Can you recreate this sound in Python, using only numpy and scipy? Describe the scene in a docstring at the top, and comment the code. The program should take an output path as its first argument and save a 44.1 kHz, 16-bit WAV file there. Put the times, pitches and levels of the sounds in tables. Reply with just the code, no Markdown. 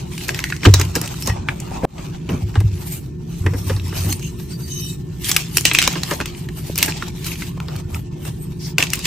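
"""Breaking and rubbing chalk

Hands snap, rub and crush soft chalk blocks on a counter, heard by two close microphones.
Cracks are dying noise bursts through short resonances; fingers hiss and crumbs crunch as grainy coloured noise.
Pushes ring the counter's low mode; thuds and a few low taps and ticks are noise blows through low resonances.
A machine hums as low noise and steady tones; the level dips once, briefly, and the loudest peaks clip."""
import sys
import numpy as np
from scipy import signal
from scipy.fft import rfft, irfft, next_fast_len
from scipy.io import wavfile
from scipy.ndimage import uniform_filter1d, map_coordinates

SR = 44100
rng = np.random.default_rng(int(sys.argv[2]) if len(sys.argv) > 2 else 0)


def ratio_of_db(decibels):
    """Turn decibels (scalar or array-like) into linear amplitude factors; 0 dB maps to 1."""
    return 10 ** (np.asarray(decibels, float) / 20)


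def to_wav(s):
    """Save 16-bit WAV."""
    ch = np.atleast_2d(s).T  # columns
    pcm = np.round(np.clip(ch, -1, 1) * 32767)  # PCM
    wavfile.write(sys.argv[1], SR, pcm.astype(np.int16))


N = 399546  # samples in the scene

# clear fractures and knocks: start_s, peak_db, ring_hz (strongest ring),
# knock_db (re peak), treble_db (re peak)
FRACTURES = [(0.179, -16, 2720, -21, -8), (0.2105, -22, 2860, -17, -26), (0.2825, -11, 5850, -19, -1),
             (0.2907, -3, 2000, -16, -19), (0.3453, -9.5, 2540, -20, -14), (0.3905, -9, 2060, -12, -12),
             (0.4023, -16, 5000, -21, -22), (0.4403, -4.5, 1950, -34, -11), (0.5015, -15, 1930, -21, -16),
             (0.5236, -8.5, 2010, -27, -41), (0.5641, -21, 1970, -20, -9), (0.633, -10, 2000, -14, -39),
             (0.6512, -3.5, 1450, -19, -29), (0.6546, -2, 3000, 0, -35), (0.6834, -25, 1280, -8, -20),
             (0.7391, 6.5, 5620, -12, -15.5), (0.7973, -5, 5940, -7, -15), (0.8131, -3.5, 1910, -10.5, -9),
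             (0.8504, -22, 2990, -9, -6), (0.953, -2.5, 5200, -13, -17), (0.9594, -8, 1980, -22, -1),
             (1.0146, -7, 6300, -10.5, -9), (1.059, -19, 5770, -12, -19), (1.076, -15, 2790, -25, -10),
             (1.09, -24, 3450, -13, -25), (1.1416, -21.5, 1310, -13, -9), (1.2234, -13.5, 5260, -23, -3),
             (1.261, -15, 5440, -25, -9), (1.274, -5, 5510, -23, -7), (1.2981, -15, 1880, -6, -36),
             (1.4865, -5, 2090, -28, -52), (1.6007, -16.5, 7100, -30, -23), (1.9804, -25, 2780, -2, -21),
             (2.2904, -18.5, 2760, 0, -40), (2.5406, -31, 1900, -6, -41.5), (2.5543, -16.5, 3010, 2.5, -50),
             (2.603, -22.5, 3020, 3, -2.5), (3.463, -13, 1830, 1, -23), (3.5355, -27, 1955, 8, -11),
             (3.696, -21.5, 3020, 7, -21), (3.7638, -22, 4100, -3.5, -29), (3.7974, -19, 3070, -22, -40),
             (3.88, -28.5, 4092, -12, 3), (3.9253, -28.5, 1330, 6, -17), (4.1262, -9, 2600, -27, 0),
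             (4.1946, -22, 6000, -12, -15), (4.227, -24, 2920, -30, -3), (4.398, -30, 4090, -2, -13),
             (5.2449, -9.5, 6000, -29, -24), (5.2928, -6, 4450, -25, -3.5), (5.3143, 1, 5400, -21, -14),
             (5.3639, 3.5, 2410, -24, -6), (5.5706, 8, 5330, -22, -6), (5.5824, -2.5, 2830, -17, -12),
             (5.6096, -8.5, 7300, -17, -49), (5.6527, 11.5, 2590, -24, -8.5),
             (5.7134, -0.5, 2460, -12.5, -34), (5.7342, -14, 2400, -15, 7.5), (5.7491, 4.5, 2300, -24, -14),
             (5.7554, -7, 2720, -27, -14), (5.7707, -14, 2700, -24, -22), (5.7867, 13.5, 2830, -40, -16),
             (5.817, -2, 2790, -22, -15), (5.8252, -0.5, 2580, -32, -10), (5.8394, -6.5, 2580, -23, -9.5),
             (5.876, 5, 2980, -11, -8.5), (5.9297, -19, 7440, -23, -27), (5.935, -18, 2580, -15, -27),
             (5.9542, -17, 2830, 1, -29), (6.0339, -3.5, 4700, -19, -19), (6.11, -11, 2130, 2.5, -9),
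             (6.1353, -15.5, 5990, -12, -19), (6.2028, -8, 1480, -14, -12), (6.2102, -11, 2460, -2, -17),
             (6.2572, -13.5, 2470, -25, -6), (6.348, -26, 2530, -29, -24), (6.4872, -19.5, 2350, -11, -17),
             (6.757, -8.5, 5590, -24, -10), (6.7779, -12, 8500, -20, 8.5), (6.7858, -3, 7000, -25, -7),
             (6.7928, -14.5, 2720, -23.5, -15), (6.8059, -14.5, 2530, -21, -16),
             (6.8273, 6.5, 2350, -22, -5.5), (6.8597, -13, 2560, -20, 1), (6.8795, -13.5, 1700, -1.5, -15),
             (6.9225, -15, 2430, -30, -37), (7.0236, -11.5, 1400, -11, -22),
             (7.0824, -19, 5920, -19.5, -23), (7.224, -37, 2500, -8, -20), (7.2443, -16, 5420, -21, -19),
             (7.2652, -17, 2310, -16, 0), (7.3168, -17, 2800, -32, -27), (7.356, -22, 2750, -26, -16),
             (7.421, -18, 2030, -17, -25), (7.6019, -13.5, 1300, -25, -17), (7.6836, -19, 3966, -5, -24),
             (7.755, -29, 1360, -9, -16), (7.7622, -21.5, 4060, -19, -3), (7.9454, -15, 1960, -22, -26),
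             (8.2507, -23.5, 1611, -1.5, -5), (8.7826, 5, 2540, -18, -13), (8.8034, -7, 2430, -25, -22),
             (8.8259, 2, 2460, -17, -15), (8.837, -8, 3390, -18, -10), (8.8684, -17, 2540, -26, -13),
             (8.9029, -9.5, 5000, -29, -11), (8.9339, -1.5, 2420, -36, -5.5),
             (8.955, -12.5, 7800, -26, -24), (8.972, -25, 2850, -16, -12), (8.9917, -15, 4970, -28, -3),
             (9.0544, -4.5, 2920, -25, -12)]
# resonances of a whole chalk block: pitch_hz, width_hz, level_db (per pass through the block)
BLOCK_MODES = [(910, 120, -14), (1900, 190, -1), (2580, 39, 4), (3000, 90, 1), (3780, 43, 4.5),
               (4150, 90, 4.5), (4640, 61, 5), (5450, 190, 5), (5750, 140, 4), (6280, 150, 5.5),
               (7840, 1500, 1.5)]
# colour of the snap: freq_hz, level_db (relative)
SNAP_COLOUR = [(710, -17), (1200, -14.5), (2020, -15), (2590, -3), (3220, -14.5), (4960, -5.5),
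               (6960, -4.5), (9500, -7), (12400, -47), (20900, -120)]
# colour of the dull knock: freq_hz, level_db (relative)
KNOCK_COLOUR = [(180, -35), (300, 1), (592, -11), (1030, -8.5), (1410, -17.5), (1600, -12.5), (2080, -15.5),
                (3520, -120)]
# colour of the finest treble, for cracks and rubbing: freq_hz, level_db (relative)
SHEEN_COLOUR = [(5000, -33), (8500, -11), (9270, -12), (10000, -15.5), (13200, -11), (15100, -16),
                (16300, -58)]
BASE_T60_S, T60_SCATTER = 0.017, 0.39  # ring-down of a fracture before stretching, log spread
HEAVY_DB = 31.5  # a heavier knock crumbles longer: ten times the ring-down per this much more knock


def cracks():
    """Each fracture is a dying burst with its own ring, a dull knock and a treble spit; some tap the block."""
    out, taps = np.zeros((2, N + SR)), np.zeros((2, N + SR))
    pulses = causal(SNAP_COLOUR), causal(KNOCK_COLOUR), causal(SHEEN_COLOUR)
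    size = SR // 20
    powder_gain = pressure()[0]
    for start_s, peak_db, ring_hz, knock_db, treble_db in [*FRACTURES, *ticks(powder_gain)]:
        stretch = 10 ** (np.clip(knock_db + 12, 0, 14) / HEAVY_DB)
        t60 = BASE_T60_S * stretch * np.exp(T60_SCATTER * rng.standard_normal())
        at = round(start_s * SR)
        crack = fracture(ring_hz, knock_db, treble_db, t60, size, pulses)
        out[:, at:at + size] += ratio_of_db(peak_db) * crack
        if .6 < start_s < 4.3:  # only between these times do cracks also tap the block
            taps[:, at:at + size] += ratio_of_db(peak_db + .4 * knock_db + 3) * burst(.3 * t60, size)
    block = filtered(taps[:, :N], modes(BLOCK_MODES))
    return spread(out[:, :N] + ratio_of_db(-12) * block)


def fracture(ring_hz, knock_db, treble_db, t60, size, pulses):
    """One break: a sharp step and noise ring the loose piece, with a longer knock and a treble spit."""
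    snap, knock, sheen = pulses
    split = burst(0.91 * t60, size)
    split[:, 6] += 2.5  # the break itself is one sharp step
    # the loose piece has modes of its own
    shard = [(hz, 0.06 * hz, -5) for hz in ring_hz * np.exp(rng.normal(0, 0.4, size=3))]
    ring = filtered(split, modes([(ring_hz, .3 * ring_hz, 0)] + shard))
    # soft contacts keep little beyond their own ring and roll off steeply above it
    brittle = ratio_of_db(np.clip(0.61 * (treble_db + 6.5), -24, 5))
    edge_hz = ring_hz * (1.5 + 6 * brittle)
    body = brittle * coloured(split, snap) + 3 * ring
    body = filtered(body, lambda f: 1 / (1 + 1j * f / edge_hz) ** 3)
    thump = coloured(burst(1.96 * t60, size), knock)
    spit = coloured(burst(t60, size), sheen)
    crack = peaked(body) + ratio_of_db(knock_db) * peaked(thump) + ratio_of_db(treble_db) * peaked(spit)
    # one source: the second signal is mostly a slightly late copy of either sign
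    late = rng.choice([-1, 1]) * np.roll(crack[0], rng.integers(2, 9))
    crack[1] = 0.43 * late + 0.19 * crack[1]
    return crack


def burst(t60, size):
    """Two noises with a fast onset and an exponential decay, t60 held between 2 and 80 ms."""
    t = np.arange(size) / SR
    life = np.clip(t60, .002, .08)
    onset = 1 - np.exp(-t / (0.011 * life))
    return rng.standard_normal((2, size)) * ratio_of_db(-60 * t / life) * onset


def coloured(x, pulse):
    """Noise takes on the colour of an impulse by convolution."""
    return signal.fftconvolve(x, pulse[None])[:, :x.shape[1]]


def peaked(x):
    """Scale so that the first signal peaks at 1."""
    return x / np.abs(x[0]).max()


TICK_COUNT, TICK_HZ = 32, 3230  # small ticks that strokes shake loose, middle pitch
TICK_DB, TICK_SCATTER_DB = 3, 2  # least peak over the powder's level (capped at -32 dB), scatter scale
TICK_KNOCK_DB, TICK_TREBLE_DB = -10, -10  # re peak, middle of the scatter


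def ticks(powder_gain):
    """Random small fractures come denser and louder where the fingers press."""
    level_db = 20 * np.log10(powder_gain)
    odds = np.cumsum(level_db - level_db.min())
    when, size, pitch, knock, treble = rng.random((TICK_COUNT, 5)).T
    at = np.searchsorted(odds, when * odds[-1])
    peak_db = np.minimum(level_db[at], -32) + TICK_DB - TICK_SCATTER_DB * np.log(size)
    ring_hz = TICK_HZ * 4 ** (pitch - .5)  # up to an octave either way
    knock_db = TICK_KNOCK_DB + 16 * (knock - .5)
    treble_db = TICK_TREBLE_DB + 16 * (treble - .5)
    return np.transpose([at / SR, peak_db, ring_hz, knock_db, treble_db])


# colour of the powder's hiss: freq_hz, level_db (relative)
POWDER_COLOUR = [(1000, -14), (1700, 0), (2770, 7), (3390, 4.5), (3790, 4), (7670, 1.5), (9000, -7.5),
                 (11700, -60), (19800, -120)]
# colour of the crunching crumbs: freq_hz, level_db (relative)
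CRUMB_COLOUR = [(260, -1), (450, -8), (692, -1.5), (917, -2.5), (2000, -21.5), (2600, -16), (4400, -120)]
# part of the powder's power that rings in a whole block: time_s, share (0-1)
HELD_SHARE = [(0, 0.12), (1.1, 0.18), (1.3, 0.4), (1.5, 0), (2.5, 0.04), (3.3, 0.37), (4.1, 0.45),
              (4.35, 0.3), (4.65, 0.8), (4.92, 1), (5, 0.08), (9.06, 0.04)]


def rubbing():
    """Powder, treble and crumbs hiss with grain of their own and one shared flutter, under the squeaks."""
    powder_gain, sheen_gain, crumb_gain = pressure()
    held = np.clip(curves(HELD_SHARE)[0], 0, 1)
    loose = patchy(spread(gritty(2, 400), POWDER_COLOUR), patchy_db=3)
    powder = np.sqrt(1 - held) * loose + np.sqrt(held) * block_ring()
    sheen = patchy(spread(gritty(1.9, 500), SHEEN_COLOUR), patchy_db=6)
    crumb = patchy(spread(gritty(0.71, 150), CRUMB_COLOUR), patchy_db=4.0)
    flutter = ratio_of_db(2.56 * wobble(40))
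    hiss = flutter * (powder_gain * powder + sheen_gain * sheen + crumb_gain * crumb)
    return hiss + squeaks_and_scrape()


def block_ring():
    """Grit stirs a whole block; as the contact point wanders, each mode waxes and wanes on its own."""
    stroke = gritty(1.6, 270)
    # squaring the response passes the stroke through each mode twice
    rings = filtered(stroke, lambda f: np.array([[modes([mode])(f) ** 2] for mode in BLOCK_MODES[1:]]))
    ring = sum(ratio_of_db(4 * wobble(9)) * one for one in rings)
    return unit(spread(ring))


# squeaks of chalk, and one broad dull scrape near the end: start_s, end_s, pitch_hz,
# width_hz (per filter pass), level_db (rms before the swell)
SQUEAKS_AND_SCRAPE = [(0.303, 0.622, 1990, 505, -37), (1.21, 1.332, 5450, 400, -33),
                      (1.265, 1.335, 1900, 89, -30.5), (1.26, 1.346, 3000, 109.8, -42),
                      (1.28, 1.332, 2580, 110, -39), (3.374, 4.1, 5450, 219.8, -50),
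                      (4.093, 4.15, 6330, 298.6, -29), (4.11, 4.148, 4330, 200, -30.5),
                      (4.205, 4.301, 2800, 401, -39), (4.211, 4.307, 6460, 400, -36.5),
                      (4.494, 4.573, 4640, 150, -41), (4.615, 4.72, 4640, 150, -39.5),
                      (4.68, 4.83, 6280, 130, -31.5), (4.658, 4.933, 3000, 100, -40.5),
                      (4.756, 4.885, 2580, 130, -50), (4.667, 4.97, 3780, 110, -41.5),
                      (4.677, 4.9, 5560, 120, -40), (4.8, 4.883, 5750, 180, -36),
                      (5.698, 5.82, 2500, 300, -29), (8.374, 8.482, 8370, 300, -45),
                      (8.377, 8.468, 11800, 302, -44.5), (8.588, 8.737, 5200, 1800, -36)]


def squeaks_and_scrape():
    """Slow, rough grit passed twice through one band swells and fades: narrow squeaks, one broad scrape."""
    out = np.zeros((2, N))
    drive = gritty(3, 35)
    for start_s, end_s, hz, width_hz, level_db in SQUEAKS_AND_SCRAPE:
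        a, b = round(start_s * SR), round(end_s * SR)
        band = filtered(drive[:, a:b], lambda f: modes([(hz, width_hz, 0)])(f) ** 2)
        out[:, a:b] += ratio_of_db(level_db) * swell(size=b - a) * unit(spread(band))
    return out


def swell(size):
    """A smooth rise and fall over size samples."""
    return np.abs(np.sin(np.linspace(0, np.pi, size))) ** .8


# strokes and squeezes of the fingers on chalk: peak_s, rise_s, fall_s (each spans 20 dB),
# powder_db, treble_db, crumb_db
FINGER_STROKES = [(0, .1, .15, -40.5, -48, -37.5), (0.189, .12, .25, -32.5, -36.5, -41.5),
                  (0.29, .05, 0.069, -32, -35, -30.5), (.395, .12, 0.085, -34, -40.5, -34),
                  (0.451, 0.03, 0.43, -36.5, -42.5, -43), (.655, .04, 0.082, -21, -34.5, -21),
                  (0.746, .015, 0.041, -20, -42, -17.5), (0.81, .05, .15, -28, -38, -27),
                  (.962, .03, 0.12, -31.5, -38, -25), (.89, 0.086, .12, -39, -54, -38),
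                  (1.06, .2, .25, -35.5, -44.5, -34), (1.214, 0.091, 0.092, -35, -35, -42),
                  (1.285, .05, .07, -29, -37, -28.5), (1.399, .2, .2, -45.5, -74, -33.5),
                  (1.495, .03, .14, -40.5, -46, -30.5), (1.607, .05, .15, -43, -53, -41),
                  (1.76, 0.33, 0.23, -42, -53, -32.5), (1.845, .04, 0.033, -41, -39.5, -19.5),
                  (1.999, .3, .35, -40.5, -50.5, -35), (2.3, 0.016, .16, -37.5, -44, -27.5),
                  (2.45, 0.33, .3, -48.5, -54, -42.5), (2.601, 0.13, 0.18, -45, -52, -44),
                  (2.741, 0.18, 0.24, -44.5, -72, -49), (2.83, 0.14, 0.17, -44, -50, -41),
                  (2.925, .15, .11, -39, -32, -47), (3.39, .2, .1, -44, -47, -63),
                  (3.467, 0.057, .1, -42.5, -47, -33), (3.59, .1, 0.11, -39.5, -39, -40),
                  (3.706, 0.17, .14, -37, -39, -34), (3.891, .15, 0.13, -39, -45, -44),
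                  (3.969, 0.087, .3, -33, -36.5, -32.5), (4.123, 0.13, .05, -32.5, -28, -41),
                  (4.25, 0.11, 0.13, -40, -42, -49), (4.39, .03, 0.16, -45.5, -46, -59),
                  (4.525, .1, .07, -38.5, -41, -43), (4.72, .14, 0.27, -36.5, -36.5, -67),
                  (4.879, 0.22, .12, -37.5, -39, -67), (5.255, 0.045, .2, -28, -28, -55),
                  (5.3, 0.09, 0.093, -26.5, -28, -37), (5.374, 0.034, 0.18, -27.5, -37, -35),
                  (5.577, .06, .07, -25, -24.5, -33.5), (5.66, .02, .1, -19, -37, -36),
                  (5.76, .15, 0.17, -27, -42, -32.5), (5.851, 0.14, 0.11, -21.5, -46, -34),
                  (5.95, 0.13, .35, -32, -42, -33), (6.118, 0.076, 0.099, -28.5, -31, -28),
                  (6.21, .03, .25, -36, -57, -35.5), (6.38, .3, .2, -44, -48, -59),
                  (6.58, 0.057, .4, -41.5, -39, -43), (6.701, 0.22, .2, -41.5, -45, -47),
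                  (6.828, .1, .12, -22.5, -30, -27.5), (6.97, .15, .2, -34.5, -52, -38),
                  (7.08, 0.15, .06, -37.5, -44, -36), (7.27, .11, .16, -29.5, -33, -39),
                  (7.44, .08, .09, -32.5, -36, -40.5), (7.602, 0.054, .2, -46, -55, -38),
                  (7.75, 0.22, 0.18, -44, -51, -39.5), (7.948, .05, .05, -36.5, -35, -29.5),
                  (7.995, .03, .05, -45, -43, -41), (8.255, 0.068, .12, -38.5, -40, -38),
                  (8.42, .15, .15, -52, -52, -57), (8.7, 0.16, .03, -38.5, -39, -44),
                  (8.79, .012, .15, -25, -34.5, -30), (8.945, .08, 0.14, -32, -43, -37),
                  (9.058, .03, 0.048, -21.5, -31, -40)]
# the heap settling between strokes: powder_db, treble_db, crumb_db
SETTLING = (-55, -71.5, -50)
STROKE_ROUND = 1.1  # 1 = pointed peak, 2 = bell


def pressure():
    """Gains of powder, treble and crumbs: each stroke swells to its peak and dies away, adding in power."""
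    t = np.arange(0, N + 32, 32) / SR
    peak_s, rise_s, fall_s, *levels_db = np.transpose(FINGER_STROKES)
    before = (peak_s[:, None] - t) / rise_s[:, None]
    after = (t - peak_s[:, None]) / fall_s[:, None]
    away = np.maximum(before, after)
    shape = ratio_of_db(-20 * away ** STROKE_ROUND)
    power = ratio_of_db(np.array(levels_db)) ** 2 @ shape ** 2 + ratio_of_db(np.array(SETTLING))[:, None] ** 2
    return [np.interp(np.arange(N) / SR, t, np.sqrt(p)) for p in power]


# dull thuds on the counter, with a few short low taps and ticks of chalk:
# start_s, peak_db, length_s, ring_hz (upper ring)
LOW_BLOWS = [(0.657, -1.5, 0.022, 467), (0.79, -38, 0.0089, 600), (0.959, -14.5, 0.015, 510),
             (1.275, -15, 0.0085, 990), (1.294, -22.5, 0.0089, 980), (1.711, -19, 0.01, 804),
             (1.83, -8, 0.022, 585), (1.848, -6, 0.004, 804), (2.285, -12.5, 0.062, 402),
             (2.554, -23, 0.016, 853), (2.607, -26, 0.0099, 920), (3.438, -31, 0.0062, 1100),
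             (3.45, -16.5, 0.027, 480), (3.529, -16, 0.023, 511), (3.699, -14.5, 0.012, 552),
             (4.031, -19.5, 0.079, 446), (5.862, -29, 0.012, 890), (5.876, -6, 0.0041, 1024),
             (6.115, -17.5, 0.018, 610), (6.2, -19.5, 0.014, 600), (6.696, -14.5, 0.0052, 610),
             (7.572, -26, .006, 1120), (8.789, -16, 0.009, 610)]


def counter():
    """The counter's lowest mode rings under pushes; noise blows through low resonances thud, tap and tick."""
    out, t = np.zeros(N + SR), np.arange(SR // 5) / SR
    hz, gain = pushes()
    phase = 2 * np.pi * np.cumsum(hz + 5 * wobble(30)) / SR
    mode = np.sqrt(2) * ratio_of_db(1.03 * wobble(24.57)) * np.sin(phase)
    # uneven pressure stirs the neighbouring modes
    neighbours = modes([(64, 22, 0), (130, 40, -2)])
    sway = unit(filtered(rng.standard_normal(N), lambda f: neighbours(f) ** 2))
    out[:N] += gain * (mode + ratio_of_db(-8.0) * sway)
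    for start_s, peak_db, length_s, ring_hz in LOW_BLOWS:
        blow = rng.standard_normal(len(t)) * (t / length_s) * np.exp(-2.5 * t / length_s)
        rings = [(60, 40, -3), (230, 120, -3), (390, 150, -3), (ring_hz, 0.22 * ring_hz, -6)]
        blow = filtered(blow, modes(rings))
        out[round(start_s * SR):][:len(t)] += ratio_of_db(peak_db) * blow / np.abs(blow).max()
    return out[:N]


# pushes that flex the counter: start_s, pitch_hz, level_db, t60_s
COUNTER_PUSHES = [(.664, 97.6, -0.5, 0.33), (.69, 97.52, -4.5, 0.52), (.745, 95.4, -13.5, 0.6),
                  (.96, 118.4, -32.5, 0.87), (1.293, 103.8, -11.5, 0.21), (1.385, 91.03, -19, 0.14),
                  (2.31, 89, -20, 0.32), (2.425, 97.96, -15, 0.31), (2.572, 101.2, -6.5, 0.27),
                  (2.64, 97.8, -7.5, .25), (2.725, 94, -17, 0.32), (3.408, 91.6, -12, 0.13),
                  (3.449, 94.64, -8, 0.32), (3.485, 93.1, -12, .08), (3.545, 92.8, -15, 0.21),
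                  (3.66, 97.9, -13, 0.16), (3.708, 94.5, -17, 0.99), (3.97, 91.8, -17, 0.61),
                  (4.06, 96.04, -16, 0.33), (7.759, 89.8, -18, 0.14), (7.85, 90.8, -15.5, 0.11),
                  (7.92, 90.7, -19.5, 0.48)]
PUSH_ATTACK_S = 0.004


def pushes():
    """Pitch and gain of the counter's flexing; the strongest push weighs most in the pitch."""
    t = np.arange(N) / SR
    coarse = t[::64]
    start_s, hz, level_db, t60 = np.transpose(COUNTER_PUSHES)[:, :, None]
    since = np.clip(coarse - start_s, 0, None)
    attack = (1 - np.exp(-since / PUSH_ATTACK_S)) ** 2
    power = (ratio_of_db(level_db - 60 * since / t60) * attack) ** 2 + 1e-12
    total = power.sum(0)
    pitch = (hz * power).sum(0) / total
    return [np.interp(t, coarse, v) for v in (pitch, np.sqrt(total))]


# decay of the room: freq_hz, t60_s
ROOM_DECAY = [(300, 0.04), (2000, 0.14), (10000, 0.18)]


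def room(x):
    """A small room's noise tail; each frequency dies at its own speed."""
    hz, t, z = signal.stft(rng.standard_normal((2, SR // 4)), SR, nperseg=256)
    decay = ratio_of_db(-60 * t / along(ROOM_DECAY, hz)[:, None])
    tail = signal.istft(z * decay, SR, nperseg=256)[1]
    late = np.pad(x, ((0, 0), (150, 0)))  # the tail starts 150 samples late
    return signal.fftconvolve(late, tail / np.linalg.norm(tail[0]), axes=1)[:, :N]


# colour of the machine's rumble: freq_hz, level_db (relative)
RUMBLE_COLOUR = [(12, -34), (20, -30), (54, -5), (97, -5), (168, 1.5), (195, -10), (266, -16), (304, -13),
                 (328, -17), (358, -11.5), (410, -20), (490, -27.5), (568, -60), (612, -30), (700, -50),
                 (910, -71), (1540, -120)]
# motor tone and odd overtones: pitch_hz, level_db (rms, before the overtones' lift)
MOTOR_TONES = [(357.3, -46), (1072, -68), (1787, -64)]
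# lift of the motor's overtones over time: time_s, lift_db
OVERTONE_LIFT = [(0, -8), (4.1, -4), (4.25, 1.5), (5.2, 1), (9.06, -3)]
RUMBLE_DB = -28  # rms


def hum():
    """A machine's rumble is coloured noise, with steady motor tones whose overtones change in strength."""
    t = np.arange(N) / SR
    lift_db = curves(OVERTONE_LIFT)[0]
    tone = np.zeros(N)
    for k, (hz, level_db) in enumerate(MOTOR_TONES):
        tone_db = level_db + (k > 0) * lift_db + 1.5 * wobble(3)
        tone += np.sqrt(2) * ratio_of_db(tone_db) * np.sin(2 * np.pi * hz * t)
    rumble = unit(spread(rng.standard_normal((2, N)), RUMBLE_COLOUR))
    return ratio_of_db(RUMBLE_DB + 0.12 * wobble(2.9)) * rumble + tone


# likeness of the two microphones: freq_hz, correlation (-1 to 1)
MIC_LIKENESS = [(60, 0.81), (110, 0.97), (200, 0.96), (380, 0.34), (700, -0.76), (1290, 0.55), (2380, 0.66),
                (4400, 0.16), (8120, 0.022), (15000, 0.33)]


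def spread(pair, spectrum=((1, 0),)):
    """Two signals become mid and side, weighted to the microphones' likeness and coloured."""
    def weights(hz):
        turn = np.arccos(np.clip(along(MIC_LIKENESS, hz), -1, 1)) / 2
        return ratio_of_db(along(spectrum, hz)) * [np.cos(turn), np.sin(turn)]
    mid, side = filtered(pair, weights)
    return np.array([mid + side, mid - side])


def gritty(grit_db, rate):
    """Noise whose loudness jumps grain by grain, rate grains a second."""
    return ratio_of_db(grit_db * wobble(rate)) * rng.standard_normal((2, N))


def patchy(x, patchy_db):
    """Random patches of gain in time and frequency, rms 1."""
    z = signal.stft(x, nperseg=512)[2]
    field = uniform_filter1d(rng.standard_normal(z.shape[1:]), size=3, axis=0)
    field = uniform_filter1d(field, size=8, axis=1)
    return unit(signal.istft(z * ratio_of_db(patchy_db * unit(field)), nperseg=512)[1][:, :N])


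def modes(table):
    """Causal response of resonances (pitch Hz, width Hz, level dB) in alternating sign."""
    def response(f):
        total = 0
        for k, (hz, width, db) in enumerate(table):
            total = total + (-1) ** k * ratio_of_db(db) * 1j * f * width / (hz * hz - f * f + 1j * f * width)
        return total
    return response


def causal(spectrum, size=2048):
    """Minimum-phase impulse of energy 1 with this colour, by folding the cepstrum."""
    level_db = np.maximum(along(spectrum, np.fft.rfftfreq(size, 1 / SR)), -70)
    cepstrum = irfft(np.log(ratio_of_db(level_db)), size)
    cepstrum[1:size // 2] *= 2
    cepstrum[size // 2 + 1:] = 0
    pulse = irfft(np.exp(rfft(cepstrum)), size)[:size // 2]
    return pulse / np.linalg.norm(pulse)


def filtered(x, response):
    """Filter x by a complex response of frequency."""
    m = next_fast_len(x.shape[-1] + 4096)
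    return irfft(rfft(x, m) * response(np.fft.rfftfreq(m, 1 / SR)), m)[..., :x.shape[-1]]


def wobble(rate):
    """A smooth random curve, rate knots a second."""
    knots = rng.standard_normal(int(N * rate / SR) + 4)
    return map_coordinates(knots, [np.arange(N) * rate / SR])


def curves(rows):
    """One value per sample for each column after the time."""
    s, *columns = np.transpose(rows)
    return [np.interp(np.arange(N) / SR, s, c) for c in columns]


def along(points, hz):
    """(Hz, value) points read on a log axis."""
    f, v = np.transpose(points)
    return np.interp(np.log(hz + 1), np.log(f + 1), v)


def unit(x):
    """Scale to rms 1."""
    return x / np.sqrt(np.mean(x ** 2) + 1e-20)


# the level drops briefly and swells back: start_s, depth_db, recovery_s (time constant of the dB)
LEVEL_DIP = (1.853, -30, .06)


def dip():
    """Gain that falls within 2 ms and swells back exponentially in dB."""
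    start_s, depth_db, recovery_s = LEVEL_DIP
    since = np.arange(N) / SR - start_s
    return ratio_of_db(depth_db * np.exp(-np.abs(since) / recovery_s) * np.clip(since / .002, 0, 1))


def scene():
    """Cracks with their room tail, rubbing, counter and hum, all under the brief dip."""
    chalk = cracks()
    tail = ratio_of_db(-11) * room(chalk)
    return dip() * (chalk + tail + rubbing() + counter() + hum())


def band_limit(x):
    """A steep low-pass at the top of the band."""
    return signal.sosfilt(signal.butter(12, 16610, fs=SR, output="sos"), x)


def record(dry):
    """Peaks clip at full scale with a slightly rounded knee."""
    clipped = dry / (1 + np.abs(dry) ** 12) ** (1 / 12)
    return band_limit(clipped)


dry = scene()
out = record(dry)
to_wav(out)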